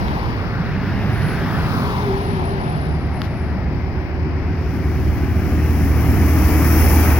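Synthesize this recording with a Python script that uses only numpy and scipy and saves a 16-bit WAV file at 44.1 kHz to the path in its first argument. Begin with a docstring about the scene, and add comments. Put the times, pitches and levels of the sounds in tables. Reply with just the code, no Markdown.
"""Roadside traffic at a hand-held phone. Cars sweep past from the start: shaped noise that swells with nearness.
Meanwhile one engine pulls up through a gear (a climbing tone with its octave), brief ticks ring the phone case,
a thin squeal (a narrow noise band) comes in bursts, and a fuzzy whine falls in pitch, then hums steadily.
Then a dump truck drones nearer: harmonics of its firing rate, fan noise and, later, air hiss.
Far traffic, spread-out noise, lies under everything and slowly thins."""
import sys
import numpy as np
from scipy import signal
from scipy.fft import rfft, irfft, next_fast_len
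from scipy.io import wavfile
from scipy.ndimage import uniform_filter1d, map_coordinates

SR = 44100
rng = np.random.default_rng(int(sys.argv[2]) if len(sys.argv) > 2 else 0)


def amplitude_ratio(level_db):
    """Convert a level in decibels to the matching linear amplitude (field) ratio."""
    exponent = np.asarray(level_db, float) / 20
    return 10 ** exponent


def output_pcm(signal):
    """Save a mono or channel-first signal as 16-bit PCM at the path in sys.argv[1].

    Samples are clipped to [-1, 1] before scaling.
    """
    pcm = np.clip(np.atleast_2d(signal).T, -1, 1) * 32767
    wavfile.write(sys.argv[1], SR, np.round(pcm).astype(np.int16))


N = 317079

# the phone turns against the traffic: start_s, left_lag_samples
AIM = [(0, 16), (1.1, -4), (2.25, 15), (2.7, 16), (3.15, 3), (4.2, 11), (4.8, 0)]
# balance of the cars: start_s, left_minus_right_db
PAN = [(0, 0), (1.15, -4), (2.2, 1), (3.1, 0)]
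HUMP_FAR_HZ = 720  # the lifted band of distant vehicles


def along(points, hz):
    """Interpolates a spectrum, given as (Hz, value) points, on a logarithmic frequency axis."""
    f, v = np.transpose(points)
    return np.interp(np.log(hz + 1), np.log(f + 1), v)


def curves(rows, t=None):
    """Interpolates the columns after the time linearly, per sample or at times t."""
    s, *cols = np.transpose(rows)
    if t is None:
        t = np.arange(N) / SR
    return [np.interp(t, s, c) for c in cols]


def sounding(rows, fade=0.086):
    """Gates a source: 1 inside the time span of its table, fading linearly to 0 outside."""
    start, end = rows[0][0], rows[-1][0]
    return np.interp(np.arange(N) / SR, [start - fade, start, end, end + fade], [0, 1, 1, 0])


def wobble(rate):
    """Slow random modulation: a smooth curve through random knots, rate knots a second."""
    t = np.arange(0, N + 64, 64) / SR
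    knots = rng.standard_normal(int(N * rate / SR) + 4)
    return np.interp(np.arange(N) / SR, t, map_coordinates(knots, [t * rate]))


def filtered(x, response):
    """Linear filtering: the spectrum of x times a complex response of frequency."""
    m = next_fast_len(N + SR // 2)
    return irfft(rfft(x, m) * response(np.fft.rfftfreq(m, 1 / SR)), m)[..., :N]


def tone(hz, db, rough):
    """Phase and amplitude modulation: a sine of rms level db whose phase (rough, rad) and size waver."""
    phase = 2 * np.pi * np.cumsum(hz) / SR + rough * wobble(14) + rng.uniform(0, 2 * np.pi)
    return np.sqrt(2) * amplitude_ratio(db + 2.1 * rough * wobble(9.0)) * np.sin(phase)


def nearness(t, abreast_s, span_s):
    """Spherical spreading: dB change as one over distance on a straight pass; span is distance over speed."""
    return -10 * np.log10(1 + ((t - abreast_s) / span_s) ** 2)


def vehicle(motion, colour, hump_db, patchy_db, gusty_db):
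    """Broadband tyre, exhaust and fan noise, located by time and level differences between the ports."""
    # likeness of the two ports: freq_hz, correlation
    likeness = [(40, .35), (80, .72), (160, .72), (300, .95), (800, .86), (2000, .76), (3500, .55),
                (6000, .3), (15000, .2)]
    hz, t, z = signal.stft(rng.standard_normal((2, N)), SR, nperseg=2048)
    roar_db, rumble_db, hiss_db, hump_hz, lag, pan_db = motion(t)
    f = hz[:, None] + 1
    low = 1 / (1 + (f / 350) ** 4)
    high = 1 / (1 + (6500 / f) ** 4)
    # the road's echo lifts one band, which slides where the motion moves it
    hump = np.exp(-(np.log2(f / hump_hz) / 0.45) ** 2)  # width in octaves
    shape = amplitude_ratio(along(colour, f) + hump_db * hump)
    roar_band = (hz > 300) & (hz < 3000)
    shape /= np.sqrt(np.sum(shape[roar_band] ** 2, axis=0) / len(hz))
    patches = rng.standard_normal(z.shape[1:])
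    patches = uniform_filter1d(uniform_filter1d(patches, size=16, axis=0), size=5, axis=1)
    gusts = 2 * uniform_filter1d(rng.standard_normal(len(t)), size=4)  # the hiss comes in short gusts
    level_db = roar_db + rumble_db * low + (hiss_db + gusty_db * gusts) * high
    gain = shape * amplitude_ratio(level_db + patchy_db * patches / patches.std())
    # mixing two independent noises by this angle gives the wanted correlation
    turn = np.arccos(np.clip(along(likeness, f), -1, 1)) / 2
    mid, side = np.cos(turn) * z[0], np.sin(turn) * z[1]
    bearing = amplitude_ratio(pan_db / 2) * np.exp(-1j * np.pi * f * lag / SR)
    ports = gain * np.array([(mid + side) * bearing, (mid - side) / bearing])
    return signal.istft(ports, SR, nperseg=2048)[1][:, :N]


def cars(t):
    """Passing sources add in power: roar, rumble, hiss, hump, lag and balance of the cars."""
    # car passes: abreast_s, distance_over_speed_s, roar_db, hiss_db
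    passes = [(.05, 0.42, -29.5, -25), (1.3, 0.55, -32.5, -25.5), (1.8, 0.43, -27.5, -17.5),
              (2.6, 0.29, -31.5, -47)]
    roar_fall, rumble_fall, hiss_fall = 1.26, 0.74, 3.3  # powers of distance
    top_s, rise_s, sink_s, top_hz = 1.0, 0.7, 0.92, 1950  # the lifted band slides up and down again
    abreast_s, span_s, roar_db, hiss_db = np.transpose(passes)[..., None]
    near = nearness(t, abreast_s, span_s)

    def total(db):
        return 10 * np.log10(np.sum(amplitude_ratio(2 * db), axis=0))

    roar = total(roar_db + roar_fall * near)
    rumble = total(roar_db - 0.7 + rumble_fall * near)
    hiss = total(hiss_db + hiss_fall * near)
    slide = np.exp(-((t - top_s) / np.where(t < top_s, rise_s, sink_s)) ** 2)
    hump_hz = HUMP_FAR_HZ * (top_hz / HUMP_FAR_HZ) ** slide
    return roar, rumble - roar, hiss - roar, hump_hz, *curves(AIM, t), *curves(PAN, t)


def truck(t):
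    """Approach at steady speed: the roar grows fast by spreading, the rumble slowly, the hiss late."""
    abreast_s, span_s = 6.97, 0.53
    hiss_starts_s = 4.74
    roar = -19.5 + 0.97 * nearness(t, abreast_s, span_s)
    air_loss_db = 7 * np.abs(t - abreast_s)  # air takes the hiss with distance
    hiss = 3.5 - air_loss_db - 61 * np.maximum(hiss_starts_s - t, 0)  # hiss over roar
    # the rumble steps up by 4 dB when the hiss sets in
    rumble = -27 + 0.47 * nearness(t, 6.33, span_s) - 4 * (t < hiss_starts_s)
    return roar, rumble - roar, hiss, 1320, -2.5, 0  # hump in Hz, lag in samples, balance in dB


def diesel():
    """Engine orders: the firing tone, its harmonics and the weaker orders of uneven cylinders."""
    # dump truck engine: start_s, firing_hz, second_order_db
    engine = [(2.9, 74.6, -44), (4.3, 76.92, -32.5), (6.55, 77.36, -28.5), (6.85, 78.8, -38),
              (7.19, 78.3, -48)]
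    # its firing tone: start_s, level_db
    firing = [(2.9, -25), (3.41, -30.5), (3.71, -20), (3.87, -28), (5.45, -22.5), (5.52, -19.5),
              (7.19, -13.5)]
    # orders of uneven cylinders: multiple_of_firing_rate, level_re_firing_tone_db
    uneven = [(0.749, -11), (1.501, -10), (2.499, -17.5), (2.999, -22.5), (3.5, -16)]
    hz, second_db = curves(engine)
    db, = curves(firing)
    # the fourth order is loudest shortly before the truck is abreast
    fourth_db = -27.5 + 1.25 * nearness(np.arange(N) / SR, 6.57, 0.4)
    orders = tone(hz, db, 0.04) + tone(2 * hz, second_db, 0.62) + tone(4 * hz, fourth_db, 0.17)
    for multiple, under_db in uneven:
        orders = orders + tone(multiple * hz, db + under_db, 0.45)
    return sounding(engine) * orders


def pulling_engine():
    """Firing rate follows engine speed: the exhaust note and its octave climb until the gear change."""
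    # engine pulling up through a gear: start_s, exhaust_hz, level_db
    pull = [(0, 69, -24.5), (.35, 75.25, -42), (1, 101.1, -26), (1.75, 116, -37.5), (2.1, 123, -28),
            (2.4, 136.2, -48), (2.75, 151.1, -26), (2.95, 151.5, -29)]
    hz, db = curves(pull)
    return sounding(pull) * (tone(hz, db, 0.84) + tone(2 * hz, db - 14.5, 0.38))


def falling_whine():
    """Frequency glide with phase noise: a fuzzy whine falls in pitch, then hums steadily near 375 Hz."""
    # whine, then hum: start_s, level_db
    whine = [(1.6, -43.5), (2.2, -29), (3, -44.5), (4.3, -36), (5.8, -37)]
    fall_s, span_s = 2.05, 0.33
    fuzz_least, fuzz_most = 0.65, 2.0  # phase waver in rad
    db, = curves(whine)
    t = np.arange(N) / SR
    hz = 374 + 43.87 * (1 - np.tanh((t - fall_s) / span_s)) / 2
    # fuzziest around the second row of the table
    rough = fuzz_least + (fuzz_most - fuzz_least) * np.exp(-((t - whine[1][0]) / (2 * span_s)) ** 4)
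    partner = tone(hz * (1 + 0.03 * rough), db - 11.5 + 4.3 * rough, rough)
    return sounding(whine) * (tone(hz, db, rough) + partner)


def squeal():
    """Narrow-band noise, perhaps brakes: a fluttering band whose bursts rise, hold and decay exponentially."""
    # bursts: start_s, hold_s, level_db
    bursts = [(1.111, .15, -47.5), (1.97, 0.078, -61), (2.15, 0.034, -48.5), (2.237, 0.18, -58.5),
              (2.436, 0.027, -51), (2.584, 0.46, -57.5), (3.117, .36, -63)]
    rise_s, fade_db_per_s = 0.025, 146
    band = filtered(rng.standard_normal((2, N)), lambda hz: np.exp(-((hz - 10670) / 190) ** 2))
    t = np.arange(N) / SR
    size = np.zeros(N)
    for s, hold, db in bursts:
        rise = np.clip((t - s) / rise_s, 0, 1)
        size += rise * amplitude_ratio(db - fade_db_per_s * np.maximum(t - s - hold, 0))
    return size * amplitude_ratio(4.1 * wobble(12) + [[1], [-2]]) * band / band.std()  # flutter, left and right dB


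def ticks():
    """Excited resonance: short scratches, a push and grit, ring the modes of the phone case."""
    # ticks and one brief rub at the phone: start_s, treble_db, body_db, life_ms, left_minus_right_db
    scratches = [(.0829, -42, -6, .25, 2), (.3451, -38, -32.5, 0.22, -7), (2.775, -37, -28, 0.25, 6),
                 (3.2179, -24.5, -1, 0.4, -6), (3.231, -51, -33, 13.8, 21.5)]
    # case modes, treble then body: freq_hz, width_hz, level_db
    case_modes = [
        [(10900, 1800, 1), (14500, 5500, 4)],
        [(1900, 1700, 0), (4600, 1900, -2)],
    ]
    blows = np.zeros((2, 2, N + SR))  # treble or body, left or right, time
    t = np.arange(SR // 10) / SR
    for s, treble_db, body_db, life_ms, pan_db in scratches:
        u = 1000 * t / life_ms
        push = 3 * np.exp(-t / 0.0004)
        scratch = (rng.standard_normal(len(t)) + push) * u * np.exp(-u)
        levels = np.add.outer([treble_db, body_db], [pan_db / 2, -pan_db / 2])
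        start = round(s * SR)
        blows[..., start:start + len(t)] += amplitude_ratio(levels)[..., None] * scratch

    def ring(modes):
        # neighbouring modes alternate in sign
        return lambda f: sum((-1) ** k * amplitude_ratio(db) * 1j * f * w / (c * c - f * f + 1j * f * w)
                             for k, (c, w, db) in enumerate(modes))

    return sum(filtered(part[:, :N], ring(modes)) for part, modes in zip(blows, case_modes))


def far_traffic(t):
    """A diffuse source: it slowly thins, and being spread out follows the turn and balance less."""
    roar = -32.5 - 0.81 * t  # dB, dB per s
    return roar, 0, -2.5, HUMP_FAR_HZ, 0.58 * curves(AIM, t)[0], curves(PAN, t)[0] / 2


def scene():
    """Superposition: the sound pressures of all sources add."""
    # colours at the microphone: freq_hz, density_db (per Hz)
    car_colour = [(15, -68.5), (25, -29), (58, -18), (149, -0.5), (255, -9.5), (317, -17), (404, -15.5),
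                  (488, -19.5), (620, -20.5), (780, -17), (2040, -27.5), (5110, -36), (7880, -60.5),
                  (10900, -52.5), (15900, -52)]
    truck_colour = [(15, -60), (25, -45), (52, -6.5), (82, -0.5), (126, -13.5), (300, -12.5), (543, -31),
                    (772, -27), (1010, -33), (2270, -34), (3800, -53), (5550, -42), (9020, -59),
                    (10900, -44.5), (15900, -38)]
    far_colour = [(15, -37), (25, -10), (91, -1), (262, -17), (372, -17.5), (450, -21.5), (731, -24),
                  (1330, -28), (2150, -27), (3500, -46.5), (5110, -37.5), (8090, -73.5), (10900, -60),
                  (15900, -54)]
    roar = vehicle(cars, car_colour, hump_db=7.16, patchy_db=1.3, gusty_db=0.61)
    roar = roar + vehicle(truck, truck_colour, hump_db=-0.24, patchy_db=1.0, gusty_db=1.07)
    roar = roar + vehicle(far_traffic, far_colour, hump_db=0.5, patchy_db=0.41, gusty_db=0.8)
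    notes = diesel() + amplitude_ratio([[-1.5], [1.5]]) * pulling_engine() + falling_whine()
    return roar + notes + squeal() + ticks()


def roll_off(x):
    """The treble ends steeply here."""
    return signal.sosfilt(signal.butter(12, 17100, fs=SR, output="sos"), x)


def record(dry):
    """Port filtering and saturation: each port takes its share of every frequency; loud peaks are rounded."""
    # the two microphone ports differ: freq_hz, left_minus_right_db
    port_balance = [(60, -1), (300, 1), (800, 3), (2000, 5), (3000, 6), (4200, 17.5), (5600, 36),
                    (7000, 23.5), (9500, 17.5), (11000, 18), (13000, 0.5), (15500, -14)]
    # resonances that both ports share: freq_hz, gain_db
    shell = [(9500, 0.5), (10900, 5.5), (13000, -3), (15600, 0)]
    ceiling = 0.95  # peaks round off towards this size

    def share(hz):
        balance_db = along(port_balance, hz) * np.array([[-1], [1]])
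        return (hz < 15850) * amplitude_ratio(along(shell, hz)) * np.sqrt(2 / (1 + amplitude_ratio(2 * balance_db)))

    heard = filtered(dry, share)
    rounded = heard / (1 + np.abs(heard / ceiling) ** 4) ** (1 / 4)
    return roll_off(rounded)


dry = scene()
out = record(dry)
output_pcm(out)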